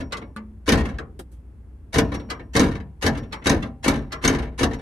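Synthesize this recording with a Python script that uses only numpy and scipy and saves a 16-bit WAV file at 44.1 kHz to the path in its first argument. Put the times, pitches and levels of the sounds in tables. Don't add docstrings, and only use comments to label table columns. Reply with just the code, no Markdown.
import sys
import numpy as np
from scipy import signal
from scipy.io import wavfile

SR = 44100
rng = np.random.default_rng(int(sys.argv[2]) if len(sys.argv) > 2 else 0)


def persist_wave(psi):
    counts = np.round(np.clip(psi, -1, 1) * 32767).astype(np.int16)
    wavfile.write(sys.argv[1], SR, np.atleast_2d(counts).T)


N = 212120
RING_SIZE = 3 * SR // 4


def from_db(db):
    return 10 ** (np.asarray(db) / 20)


def rms(x):
    return np.sqrt(np.mean(x ** 2) + 1e-20)


def unit(sound):
    return sound / rms(sound[:, :SR // 40])


def at_hz(points, hz):
    table = np.array(points)
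    return np.interp(np.log(hz), np.log(table[:, 0]), table[:, 1])


def band(x, edges_hz, kind, order=2):
    return signal.sosfilt(signal.butter(order, edges_hz, kind, fs=SR, output="sos"), x)


def add(out, s, sound):
    start = int(np.clip(round(s * SR), 0, N - 1))
    out[..., start:start + sound.shape[-1]] += sound[..., :N - start]


# pitch_hz, side_minus_mid_db
WIDTH = [(60, -19), (270, -19), (500, -9), (1000, -3.5), (2000, -1), (4000, -3), (12000, -1)]
# pitch_hz, left_minus_right_db
BALANCE = [(60, 1.5), (270, -0.5), (500, 5.5), (1000, 1.3), (2000, 2), (4000, -0.3), (12000, -1)]


def noise_bands(spectrum, size):
    edges = np.geomspace(22, 17000, 30)
    white = rng.standard_normal((2, 2, size + SR // 4))
    for k, (low, high) in enumerate(zip(edges, edges[1:])):
        hz = np.sqrt(low * high)
        mid, side = band(white[k % 2], [low, high], "band")[:, -size:]
        pair = mid + from_db(at_hz(WIDTH, hz)) * side * np.array([[1], [-1]])
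        pan = from_db(at_hz(BALANCE, hz) * np.array([[.5], [-.5]]))
        yield hz, pair / rms(pair), pan * from_db(at_hz(spectrum, hz)) * np.sqrt(high - low)


# pitch_hz, density_db_per_hz
AIR_COLOUR = [(25, -9), (50, 2), (80, 6), (125, -8), (250, -9), (400, -18.5), (630, -29.5), (1000, -31),
              (2000, -39), (4000, -52.5), (7000, -53), (10000, -48.5), (15000, -63)]
# pitch_hz, level_db_rms
HUM = [(59.3, -45.5), (68, -62)]
AIR_DB = -45.5


def outdoors():
    air = sum(noise * gain for _, noise, gain in noise_bands(AIR_COLOUR, N))
    t = np.arange(N) / SR
    hum = sum(from_db(db) * np.sqrt(2) * np.sin(2 * np.pi * hz * t) for hz, db in HUM)
    return from_db(AIR_DB) * air / rms(air) + hum


def dense_modes(spectrum, t60s, build_cycles):
    t, out = np.arange(RING_SIZE) / SR, 0
    for hz, noise, gain in noise_bands(spectrum, RING_SIZE):
        decay = np.exp(-np.log(1000) * t / at_hz(t60s, hz))
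        shape = decay * (1 - np.exp(-t * hz / build_cycles))
        ring = noise * shape
        out = out + ring * (gain * rms(shape) / rms(ring))
    return out


def resonate(x, resonances):
    for hz, width, db in resonances:
        x = x + (from_db(db) - 1) * signal.lfilter(*signal.iirpeak(hz, hz / width, fs=SR), x)
    return x


def registers(response):
    thump_top_hz, tick_bottom_hz = 592, 3300
    thump = band(response, thump_top_hz, "low", order=4)
    clank = band(response, [thump_top_hz, tick_bottom_hz], "band", order=4)
    tick = band(response, tick_bottom_hz, "high", order=4)
    return [unit(thump), unit(clank), unit(tick)]


def contact_points(spectrum, resonances, t60s, build_cycles, count):
    places = []
    for _ in range(count):
        response = dense_modes(spectrum, t60s, build_cycles)
        places.append(registers(resonate(response, resonances)))
    return np.array(places)


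def touch(places):
    blend = rng.standard_normal(len(places))
    return np.tensordot(blend / np.linalg.norm(blend), places, 1)


# pitch_hz, density_db_per_hz
DOOR_COLOUR = [(30, -15.5), (45, 0.5), (70, 3.5), (130, 0), (270, 1), (450, -7), (700, -18), (1700, -16.5),
               (2600, -24), (4200, -21.5), (6200, -27), (7500, -27.5), (10000, -28), (15000, -55)]
# pitch_hz, t60_s
DOOR_T60 = [(40, 0.78), (130, 0.51), (300, 0.32), (600, 0.29), (1300, 0.17), (2600, 0.081), (5000, 0.086),
            (9000, 0.043), (15000, 0.14)]
# centre_hz, width_hz, lift_db
DOOR_RESONANCES = [(261.6, 51, 6), (1003, 100, 4), (1370, 120, 3), (1795, 120, 7), (2245, 110, 6),
                   (2860, 260, 3), (3860, 120, 4), (6200, 400, 6.5)]


def door_body():
    return contact_points(DOOR_COLOUR, DOOR_RESONANCES, DOOR_T60, build_cycles=0.41, count=5)


def ringing(modes):
    t = np.arange(RING_SIZE) / SR
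    rows = []
    for k, (hz, db, t60) in enumerate(modes):
        rows.append((-1) ** k * from_db(db - 60 * t / t60) * np.sin(2 * np.pi * hz * t))
    return np.array(rows)


def skin(rings, spread_db):
    strengths = from_db(spread_db * rng.standard_normal(len(rings)))
    return strengths @ rings * from_db([[.6], [-.6]])


def chatter(decay_s, per_s, spread_db, close_s):
    t = np.arange(SR // 3) / SR
    hits = (rng.random(len(t)) < per_s / SR) * rng.choice([-1, 1], len(t))
    contacts = hits * from_db(spread_db * rng.standard_normal(len(t)))
    force = contacts * np.exp(-t / max(decay_s, 1e-4)) * (1 - np.exp(-t / close_s))
    force[0] = .3
    return force / np.linalg.norm(force)


def drive(response, force):
    return signal.fftconvolve(response, force[None], axes=1)[:, :response.shape[1]]


# pitch_hz, level_db, t60_s
SKIN_MODES = [(65.9, -9.5, 0.49), (103.3, -11.5, 0.3), (136.2, -12.5, 0.65), (161.5, -10.5, 0.25),
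              (220.4, -11, 0.48), (247, -13, 0.19), (261.7, -4.5, 0.25), (273.5, -0.5, 0.25),
              (293, -4.5, 0.21), (340, -21, 0.33), (449, -7, 0.31), (500.5, -12.5, 0.19),
              (551, -16.5, 0.35), (566, -16.5, 0.26), (671, -22, 0.19), (784, -27, 0.78),
              (959, -21.5, 0.47), (1031, -20.5, .35)]


def blows(rows, places, skin_db, contacts_per_s, close_s):
    out, rings = np.zeros((2, N)), ringing(SKIN_MODES)
    for s, clank_db, thump_db, tick_db, chatter_s in rows:
        thump, clank, tick = touch(places)
        force = chatter(chatter_s, contacts_per_s, spread_db=3.0, close_s=close_s)[:SR // 10]
        boom = thump + from_db(skin_db) * skin(rings, spread_db=3.5)
        add(out, s, from_db(thump_db) * unit(boom))
        add(out, s, from_db(clank_db) * unit(drive(clank[:, :SR // 2], force)))
        add(out, s, from_db(tick_db) * unit(drive(tick[:, :SR // 4], force)))
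    return out


def repeated(events, pattern):
    return [(s + delay, clank + db, thump + db, tick + db, chatter_s)
            for s, db in events for delay, clank, thump, tick, chatter_s in pattern]


def struck(rows, modes):
    out, ring = np.zeros(N), ringing(modes).sum(axis=0)
    for s, db in rows:
        add(out, s, from_db(db) * ring)
    return out


def soft_blows(rows, door):
    return blows(rows, door, skin_db=0.5, contacts_per_s=900, close_s=0.0016)


# start_s, clank_db, thump_db, tick_db, chatter_s
STROKE_TAIL = [(.001, -39, -31.5, -52, 0.0075)]


def stroke_tail(door):
    return soft_blows(STROKE_TAIL, door)


# pitch_hz, level_db, t60_s
SPRING_MODES = [(5593, 0, .36), (5583, -10, .3), (5552, -15, .25)]


def spring():
    second_bounce_s = UNLOCK_BOUNCES[1][0]
    faint_db = -54.5
    stops = [(stop, db) for stop, *_, db in UNLOCKS]
    again = [(s + second_bounce_s, db) for (s, *_), (_, db) in zip(UNLOCK_SETTLES, stops)]
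    faint = [(s, faint_db) for s, *_ in CLICKS + STROKE_TAIL]
    return struck(stops + again + faint, SPRING_MODES)


# pitch_hz, density_db_per_hz
ROCKER_COLOUR = [(60, -4.5), (210, -0.5), (400, -7), (700, -8.5), (1200, -3), (1800, -2), (2600, -7),
                 (4000, -10), (6500, -20), (10000, -26.5), (15000, -42)]
# pitch_hz, t60_s
ROCKER_T60 = [(60, 0.34), (220, 0.58), (500, 0.32), (1200, 0.25), (3000, 0.057), (7000, 0.081),
              (15000, 0.045)]
# centre_hz, width_hz, lift_db
ROCKER_RESONANCES = [(455, 90, 8), (1100, 270, 8), (2012, 43, 8), (2300, 75, 3), (3170, 200, 3),
                     (3830, 150, 1.5), (4250, 150, 4.5)]
# start_s, level_db
CLICKS = [(.121, 0.5), (2.299, 0), (3.323, -3), (4.119, -2)]
# delay_s, clank_db, thump_db, tick_db, chatter_s
ROCKER_SNAP = [(-.014, -47.5, -46, -70, 0.03), (0, -31.5, -38, -35, 0.0067)]
# start_s, clank_db, thump_db, tick_db, chatter_s
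ROCKER_TAPS = [(.169, -59, -43.5, -43, 0.0016), (.362, -44.5, -48.5, -52, 0.004),
               (.984, -39, -36.5, -48, 0.0021)]
# start_s, level_db
RELEASES = [(.363, -30)]
# pitch_hz, level_db, t60_s
HOUSING_MODES = [(215.3, -1, 0.69), (1172, -2.5, 0.13), (1465, -1, 0.053), (1730, -11, 0.12),
                 (9040, -15.5, 0.048), (12200, -30, .06)]


def switch():
    rocker = contact_points(ROCKER_COLOUR, ROCKER_RESONANCES, ROCKER_T60, build_cycles=1.5, count=3)
    rows = repeated(CLICKS, ROCKER_SNAP) + ROCKER_TAPS
    clicks = blows(rows, rocker, skin_db=-10, contacts_per_s=1200, close_s=.0015)
    return clicks + struck(RELEASES, HOUSING_MODES)


# delay_s, clank_db, thump_db, tick_db, chatter_s
AFTER_KNOCK = [(0.094, -44, -41, -71.5, 0.005)]


def after_knocks(door):
    return soft_blows(repeated(CLICKS, AFTER_KNOCK), door)


# stop_s, travel_s, level_db, extra_thump_db, rattle_db, rattle_decay_s, latch_ping_db
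LOCKS = [(.72, .042, .5, -0.5, -23.5, 0.062, -33), (2.595, .044, .5, -0.5, -22, 0.05, -21),
         (3.495, .037, 0, -2, -22, .04, -22), (4.2775, .04, 0, -2.5, -24, 0.055, -14)]
# stop_s, travel_s, level_db, extra_thump_db, rattle_db, rattle_decay_s, spring_db
UNLOCKS = [(1.981, .043, 1, 1, -42.5, 0.14, -46.5), (3.063, .04, -0.5, -.5, -37.5, 0.078, -53.5),
           (3.878, 0.038, 0.16, -1.5, -26, 0.047, -57.5), (4.63, .042, -1.34, 0.5, -40.5, 0.051, -54)]
# lead_s, length_s, level_db
LOCK_RUN = (.021, .075, -32.5)
UNLOCK_RUN = (.015, 0.053, -32)


def motor_runs(strokes, run):
    lead, length, run_db = run
    return [(stop - travel - lead, length, run_db + db) for stop, travel, db, *_ in strokes]


def motor(door):
    top_tooth_hz, spin_up_s, rough, tick_db = 2277, .007, 2.2, -6.5
    out = np.zeros((2, N))
    for s, length, db in motor_runs(LOCKS, LOCK_RUN) + motor_runs(UNLOCKS, UNLOCK_RUN):
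        _, clank, tick = touch(door)
        t = np.arange(int(length * SR)) / SR
        speed = 1 - np.exp(-t / spin_up_s)
        meshes = np.diff(np.floor(np.cumsum(top_tooth_hz * speed) / SR), prepend=0)
        teeth = meshes * speed * (1 + rough * rng.standard_normal(len(speed)))
        sound = drive(clank + from_db(tick_db) * tick, teeth)
        add(out, s, from_db(db) * sound / rms(sound[:, :len(speed)]))
    return out


# share_of_travel_to_go, clank_db, thump_db, tick_db, chatter_s
LOCK_BLOWS = [(1, -25, -20.5, -36, .0042), (.76, -22, -18.5, -25.5, 0.0039),
              (0.0021, -23, -15.5, -28, .0034)]
UNLOCK_BLOWS = [(1, -29, -34.5, -34, .012), (.57, -29, -20, -46.5, 0.0036),
                (0, -21.5, -19.5, -26.5, 0.0059)]


def stroke_blows(strokes, pattern):
    return [(stop - to_go * travel, clank + db, thump + db + extra_db, tick + db, chatter_s)
            for stop, travel, db, extra_db, *_ in strokes
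            for to_go, clank, thump, tick, chatter_s in pattern]


def lock_strokes(door):
    rows = stroke_blows(LOCKS, LOCK_BLOWS) + stroke_blows(UNLOCKS, UNLOCK_BLOWS)
    return blows(rows, door, skin_db=2.0, contacts_per_s=1100, close_s=0.0012)


# pitch_hz, level_db, t60_s
LATCH_MODES = [(5860, 5, 0.017), (6370, -1, .06), (6560, -0.5, 0.017), (8800, -14.5, 0.066)]


def latch_pings():
    return struck([(stop, db) for stop, *_, db in LOCKS], LATCH_MODES)


def rod(door):
    delay_s, soften_s = .015, .14
    thump_db, tick_db = 3.5, -9
    out = np.zeros((2, N))
    for stop, *_, db, decay_s, _ in LOCKS + UNLOCKS:
        thump, clank, tick = touch(door)
        force = chatter(decay_s, per_s=300, spread_db=2.5, close_s=0.001)
        hard = force * np.exp(-np.arange(len(force)) / SR / soften_s)
        body = drive(clank + from_db(thump_db) * thump, force)
        sound = body + from_db(tick_db) * drive(tick, hard)
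        add(out, stop + delay_s, from_db(db) * sound / rms(sound[:, :SR // 20]))
    return out


# start_s, level_db, extra_loss_per_bounce_db
LOCK_SETTLES = [(.849, 0, 3.5), (2.711, -3.5, -2), (3.621, 1, 13), (4.384, 0, 2.5)]
UNLOCK_SETTLES = [(2.116, 2.5, 0.62), (3.148, -2, 0.8), (3.932, -3, 2.7), (4.708, -1, 0)]
# delay_s, clank_db, thump_db, tick_db, chatter_s
LOCK_BOUNCES = [(0, -36, -37.5, -50, 0.0088), (.036, -38, -34.5, -53, 0.011), (0.089, -47, -42, -66, .004)]
UNLOCK_BOUNCES = [(0, -37, -31, -56, 0.011), (.024, -38.5, -33, -47, 0.0057), (.078, -48, -38, -62.5, .009)]


def bounces(settles, pattern):
    rows = []
    for s, db, loss_db in settles:
        for k, bounce in enumerate(pattern):
            rows += repeated([(s, db - k * loss_db)], [bounce])
    return rows


def settling(door):
    rows = bounces(LOCK_SETTLES, LOCK_BOUNCES) + bounces(UNLOCK_SETTLES, UNLOCK_BOUNCES)
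    return soft_blows(rows, door)


# start_s, level_db
CLACKS = [(.985, -31)]
# pitch_hz, level_db, t60_s
CLACK_MODES = [(1550, -2.5, 0.1), (1670, 3, 0.062), (1830, -8, 0.076), (2250, -18, 0.066),
               (2650, -11, 0.065)]


def clack():
    return struck(CLACKS, CLACK_MODES)


# start_s, clank_db, thump_db, tick_db, chatter_s
DRY_TICKS = [(1.191, -45.5, -38, -48, 0.0028), (1.312, -73, -63, -64.5, 0.027)]
# pitch_hz, density_db_per_hz
DRY_COLOUR = [(60, -16), (250, 3), (700, -5), (1600, -4), (4000, -16.5), (10000, -13), (15000, -24)]
# pitch_hz, t60_s
DRY_T60 = [(100, 0.14), (1000, 0.069), (5000, 0.077), (15000, 0.088)]


def dry_ticks():
    part = contact_points(DRY_COLOUR, [], DRY_T60, build_cycles=0.67, count=1)
    return blows(DRY_TICKS, part, skin_db=-24.5, contacts_per_s=1300, close_s=0.0012)


def scene():
    door = door_body()
    before = outdoors() + stroke_tail(door) + spring() + switch() + after_knocks(door)
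    strokes = motor(door) + lock_strokes(door) + latch_pings() + rod(door) + settling(door)
    return before + strokes + clack() + dry_ticks()


def record(dry):
    top_cut = signal.cheby2(16, 70, 16200, fs=SR, output="sos")
    return signal.sosfilt(top_cut, np.tanh(dry))


dry = scene()
out = record(dry)
persist_wave(out)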